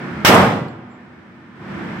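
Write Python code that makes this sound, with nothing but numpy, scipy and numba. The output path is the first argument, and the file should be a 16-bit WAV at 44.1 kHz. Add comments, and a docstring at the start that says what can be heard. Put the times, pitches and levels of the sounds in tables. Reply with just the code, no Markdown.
"""One pistol shot in a lane of an indoor range, heard from just behind the shooter over the ventilation.
The muzzle blast rattles round the booth, the concrete hall swells into a roar, standing waves ring on
and echoes slap back down the lane. The spent brass case ticks on the floor and rings.
The shot overloads the microphone's gain control, which ducks everything
and lets the ventilation back up more than a second later."""
import sys
import numpy as np
from scipy import signal
from scipy.fft import rfft, irfft
from scipy.io import wavfile
from numba import njit

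SR = 44100
rng = np.random.default_rng(int(sys.argv[2]) if len(sys.argv) > 2 else 0)


def dump_mix(stems):
    """Bounce the given channels to the path in sys.argv[1] as a 16-bit WAV at rate SR."""
    frames = np.atleast_2d(stems).T  # one column per channel
    limited = np.clip(frames, -1, 1)  # hard clip at full scale
    pcm = np.round(limited * 32767).astype(np.int16)
    wavfile.write(sys.argv[1], SR, pcm)


N = 88200
SHOT_S = .2477


def undb(db):
    """Decibels to gain."""
    return 10 ** (np.asarray(db) / 20)


def lookup(table, hz):
    """The columns of a table at a frequency, on a log axis."""
    columns = np.array(table, float).T
    return [np.interp(np.log(hz + 1e-3), np.log(columns[0]), column) for column in columns[1:]]


def fade(age, t60):
    """Full level until age 0, then an exponential decay."""
    return undb(-60 * np.maximum(age, 0) / t60)


def rise(age, attack_s):
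    """A smooth attack from silence."""
    return 1 - np.exp(-(np.maximum(age, 0) / attack_s) ** 2)


# How alike left and right are: frequency_hz, correlation
STEREO_LIKENESS = [(30, 0.62), (70, .98), (160, 1), (300, 0.87), (700, 0.73), (1300, 0.28), (2500, 0.084),
                   (5000, -0.044), (15000, .05)]

def diffuse():
    """Spectrum of a diffuse stereo noise: centred in the bass, wide in the treble."""
    hz = np.arange(N // 2 + 1) * SR / N
    alike = np.clip(lookup(STEREO_LIKENESS, hz)[0], -.999, .999)
    mid, side = rfft(rng.standard_normal((2, N)))
    return mid * np.sqrt((1 + alike) / 2) + np.array([[1], [-1]]) * side * np.sqrt((1 - alike) / 2)


def noise_band(hz, octaves):
    """Diffuse noise at rms 1, tapering to nothing `octaves` either side of hz."""
    offset = np.log2((np.arange(N // 2 + 1) + 1) * SR / N / hz) / octaves
    noise = irfft(diffuse() * np.cos(np.clip(offset, -1, 1) * np.pi / 2), N)
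    return noise / np.std(noise)


def noise_bank():
    """Unrelated half-octave noises that sum to rms 1 per octave."""
    centres = 31.25 * 2 ** np.arange(0, 9.1, .5)
    return [(hz, noise_band(hz, .51) / np.sqrt(2)) for hz in centres]


# Drone of the ducts, before the trim: pitch_hz, half_width_octaves, level_db
DUCT_DRONES = [(136.7, 0.052, -42.5), (184, 0.075, -41), (205.3, 0.055, -37), (242.6, 0.045, -34.5),
               (302, 0.09, -48.5), (334.4, 0.035, -38), (362.3, 0.043, -43.5), (1004, .05, -51),
               (1447, .05, -52), (1790, .05, -46)]
# Rush of the grilles, before the trim: frequency_hz, octave_level_db
GRILLE_RUSH = [(30, -48), (55, -56), (85, -40.5), (130, -37), (200, -31.5), (310, -37), (480, -41.5),
               (900, -39.5), (1700, -33), (2500, -44.5), (3300, -47), (5500, -60), (8000, -64.5),
               (10500, -73.5), (15000, -73.5)]

def ventilation(t, flutter_db=.4, trim_db=.5):
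    """The bed: air drones in the ducts and rushes from the grilles, the rush fluttering a little."""
    air = sum(undb(db) * noise_band(hz, width) for hz, width, db in DUCT_DRONES)
    for hz, noise in noise_bank():
        flutter = np.interp(t, np.linspace(0, t[-1], 20), rng.standard_normal(20))
        air += noise * undb(lookup(GRILLE_RUSH, hz)[0] + flutter_db * flutter)
    return air * undb(trim_db)


def muzzle_blast(age, gain_db=13.5, push_s=.0017, attack_s=.0002):
    """The punch: a sudden push and a longer suction, in inverted polarity."""
    progress = np.maximum(age, 0) / push_s
    return -undb(gain_db) * rise(age, attack_s) * (1 - progress) * np.exp(-progress)


# Tone of the booth's reflections: frequency_hz, octave_level_db
BOOTH_TONE = [(30, -32), (70, -20.5), (150, -18), (300, -14.5), (600, -6), (1200, 2.5), (2400, 2),
              (4800, -3.5), (9000, -12), (14000, -11)]

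def booth_crack(age, attack_s=.0012, hold_s=.041, t60_s=.12):
    """The crack: bright, dense reflections off the partitions and ceiling."""
    crack = sum(undb(lookup(BOOTH_TONE, hz)[0]) * noise for hz, noise in noise_bank())
    return crack * rise(age, attack_s) * fade(age - hold_s, t60_s)


# Roar of the hall: frequency_hz, octave_level_db, crest_after_shot_s, t60_s
HALL_ROAR = [(30, -26, .18, 0.88), (65, -20.5, 0.17, 0.35), (123, -3.5, 0.12, 0.89),
             (200.4, -2, 0.13, 0.79), (410, -5, 0.14, 0.73), (818, 3.5, 0.12, .53), (1530, 0.5, 0.13, 0.5),
             (2950, -4, 0.073, 0.6), (6000, -18, 0.091, .52), (9880, -15, 0.047, 0.5),
             (15000, -28, 0.086, .37)]

def hall_roar(age, swell_share=.42, steepening=1.264, tail_db=-18, tail_t60_s=1.77):
    """The body: the hall fills, bass last, then dies away ever faster, leaving a slow, dark tail."""
    out = 0
    for hz, noise in noise_bank():
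        db, crest_s, t60_s = lookup(HALL_ROAR, hz)
        swell = rise(age, swell_share * crest_s)
        roar = undb(-60 * (np.maximum(age - crest_s, 0) / t60_s) ** steepening)
        tail = undb(tail_db) * fade(age - crest_s, tail_t60_s) / (1 + (hz / 2300) ** 2)
        out += noise * undb(db) * np.hypot(roar, tail) * swell
    return out


# Resonances of the lane: pitch_hz, level_db
LANE_RESONANCES = [(140, -6), (170, -7), (194, -2), (227, -5.5), (324, -10), (364, -8.5), (466, -5.5),
                   (534, -15), (583, -3.5), (623, -21), (728, -4), (823, -11.5), (951, -8), (1135, -11.5),
                   (1232, -6.5), (1383, -10.5), (1997, -10.5)]

def standing_waves(age, detune_hz=7, swell_s=.052, hold_s=.08, t60_s=.85):
    """Clusters of three close modes between the concrete walls build with the roar, beat and ring on."""
    out = 0
    for hz, db in LANE_RESONANCES:
        for _ in range(3):
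            pitch_hz = hz + detune_hz * rng.uniform(-1, 1)
            phase = rng.uniform(0, 2 * np.pi)
            stereo_phase = rng.standard_normal((2, 1)) * hz / 1500  # higher modes sound wider
            out += undb(db) * np.sin(2 * np.pi * pitch_hz * age + phase + stereo_phase) / np.sqrt(3)
    return out * rise(age, swell_s) * fade(age - hold_s, t60_s)


# Strong echoes: peak_time_s, level_db, centre_hz, half_width_octaves (at half power), half_length_s
LANE_ECHOES = [(0.298, 6.5, 250, 0.99, 0.016), (.347, -13.5, 7740, 0.48, 0.013),
               (0.36, 6, 806, 0.43, 0.016), (0.426, 1.5, 195, 0.25, .01), (0.571, -14.5, 1020, 0.19, 0.013),
               (.62, -9, 187, 0.28, 0.0086)]

def lane_echoes(t):
    """The blast slaps back from down the lane, smeared into soft-edged bursts of noise."""
    return sum(undb(db) * noise_band(hz, 2 * width) * np.exp(-((t - peak_s) / half_length_s) ** 2)
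               for peak_s, db, hz, width, half_length_s in LANE_ECHOES)


# Landings of the case: start_s, tick_db, ring_db, ring_attack_s
CASE_LANDINGS = [(.683, -25, -64, 0.011), (.886, -85, -56, .045)]
# Partials of the brass: pitch_hz, level_db (relative to ring_db), t60_s
BRASS_PARTIALS = [(7350, 17.5, 0.21), (7310, -8, .22), (11690, -16, .35)]

def spent_case(t, tick_hz=4290, tick_t60_s=.029, splash_db=-18):
    """The brass case ticks on the floor and rings thinly as it tumbles."""
    out = 0
    for start_s, tick_db, ring_db, ring_attack_s in CASE_LANDINGS:
        age = t - start_s
        tick = noise_band(tick_hz, octaves=.13) + undb(splash_db) * noise_band(7500, octaves=1.3)
        out += undb(tick_db) * tick * rise(age, attack_s=.0005) * fade(age, tick_t60_s)
        for hz, db, t60_s in BRASS_PARTIALS:
            partial = np.sin(2 * np.pi * hz * age + rng.uniform(0, 2 * np.pi, (2, 1)))
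            out += undb(ring_db + db) * partial * rise(age, ring_attack_s) * fade(age, t60_s)
    return out


def scene():
    """The dry mix: the shot, its room and the case over the ventilation bed."""
    t = np.arange(N) / SR
    age = t - SHOT_S
    shot = muzzle_blast(age) + booth_crack(age) + hall_roar(age) + standing_waves(age) + lane_echoes(t)
    return shot + spent_case(t) + ventilation(t)


# Peaks and dips of the microphone: centre_hz, half_width_octaves, gain_db
MIC_COLOUR = [(2430, 0.069, -0.5), (4470, 0.067, -2.5), (5560, .15, 3.5), (6910, .1, -1.5), (7870, 0.19, 3),
              (9600, 0.11, -2.5), (13500, 0.24, 4.5)]
# Stereo balance: frequency_hz, right_over_left_db
MIC_BALANCE = [(60, -1), (200, 1.5), (600, 0), (1100, 2.5), (2200, 1), (8000, 1), (13000, 1.8)]

def microphone(sound, low_cut_hz=65.4):
    """The ports add peaks and dips to the treble, lean to the right and shed the deep bass."""
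    hz = (np.arange(N + 1) + 1) * SR / (2 * N)
    colour_db = sum(db * np.exp(-(np.log2(hz / centre) / width) ** 2) for centre, width, db in MIC_COLOUR)
    balance_db = np.array([[-1], [1]]) * lookup(MIC_BALANCE, hz)[0] / 2
    coloured = irfft(rfft(sound, 2 * N) * undb(colour_db + balance_db))[:, :N]
    low_cut = signal.butter(3, low_cut_hz, btype="high", fs=SR, output="sos")
    return signal.sosfilt(low_cut, coloured)


@njit
def hold_and_release(wanted_db, hold_s, release_db_per_s, settle_s):
    """Gain reduction in dB: grabs at once, holds, then lets go steadily and eases out."""
    reduction_db = np.zeros(len(wanted_db))
    now_db, waited = 0., 0
    for i in range(len(wanted_db)):
        waited += 1
        if wanted_db[i] >= now_db:
            now_db, waited = wanted_db[i], 0
        elif waited > hold_s * SR:
            now_db -= min(release_db_per_s, now_db / settle_s) / SR
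        reduction_db[i] = now_db
    return reduction_db


def gain_control(sound, threshold_db=-13.5, max_duck_db=14.5, average_s=.02, lookahead_s=.002):
    """Ducks both channels when their smoothed power passes the threshold."""
    pole = np.exp(-1 / (average_s * SR))
    power = signal.lfilter([1 - pole], [1, -pole], np.mean(sound ** 2, axis=0))
    wanted_db = np.clip(10 * np.log10(power + 1e-12) - threshold_db, 0, max_duck_db)
    early_db = np.pad(wanted_db, (0, int(lookahead_s * SR)))[-N:]
    return sound * undb(-hold_and_release(early_db, hold_s=1.029, release_db_per_s=69.5, settle_s=.054))


def record(dry):
    """The chain: microphone colour, ducking, soft clipping and a steep high cut."""
    ducked = gain_control(microphone(dry))
    clipped = ducked / (1 + ducked ** 6) ** (1 / 6)
    high_cut = signal.ellip(10, .2, 80, 15900, fs=SR, output="sos")
    return signal.sosfilt(high_cut, clipped)


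dry = scene()
out = record(dry)
dump_mix(out)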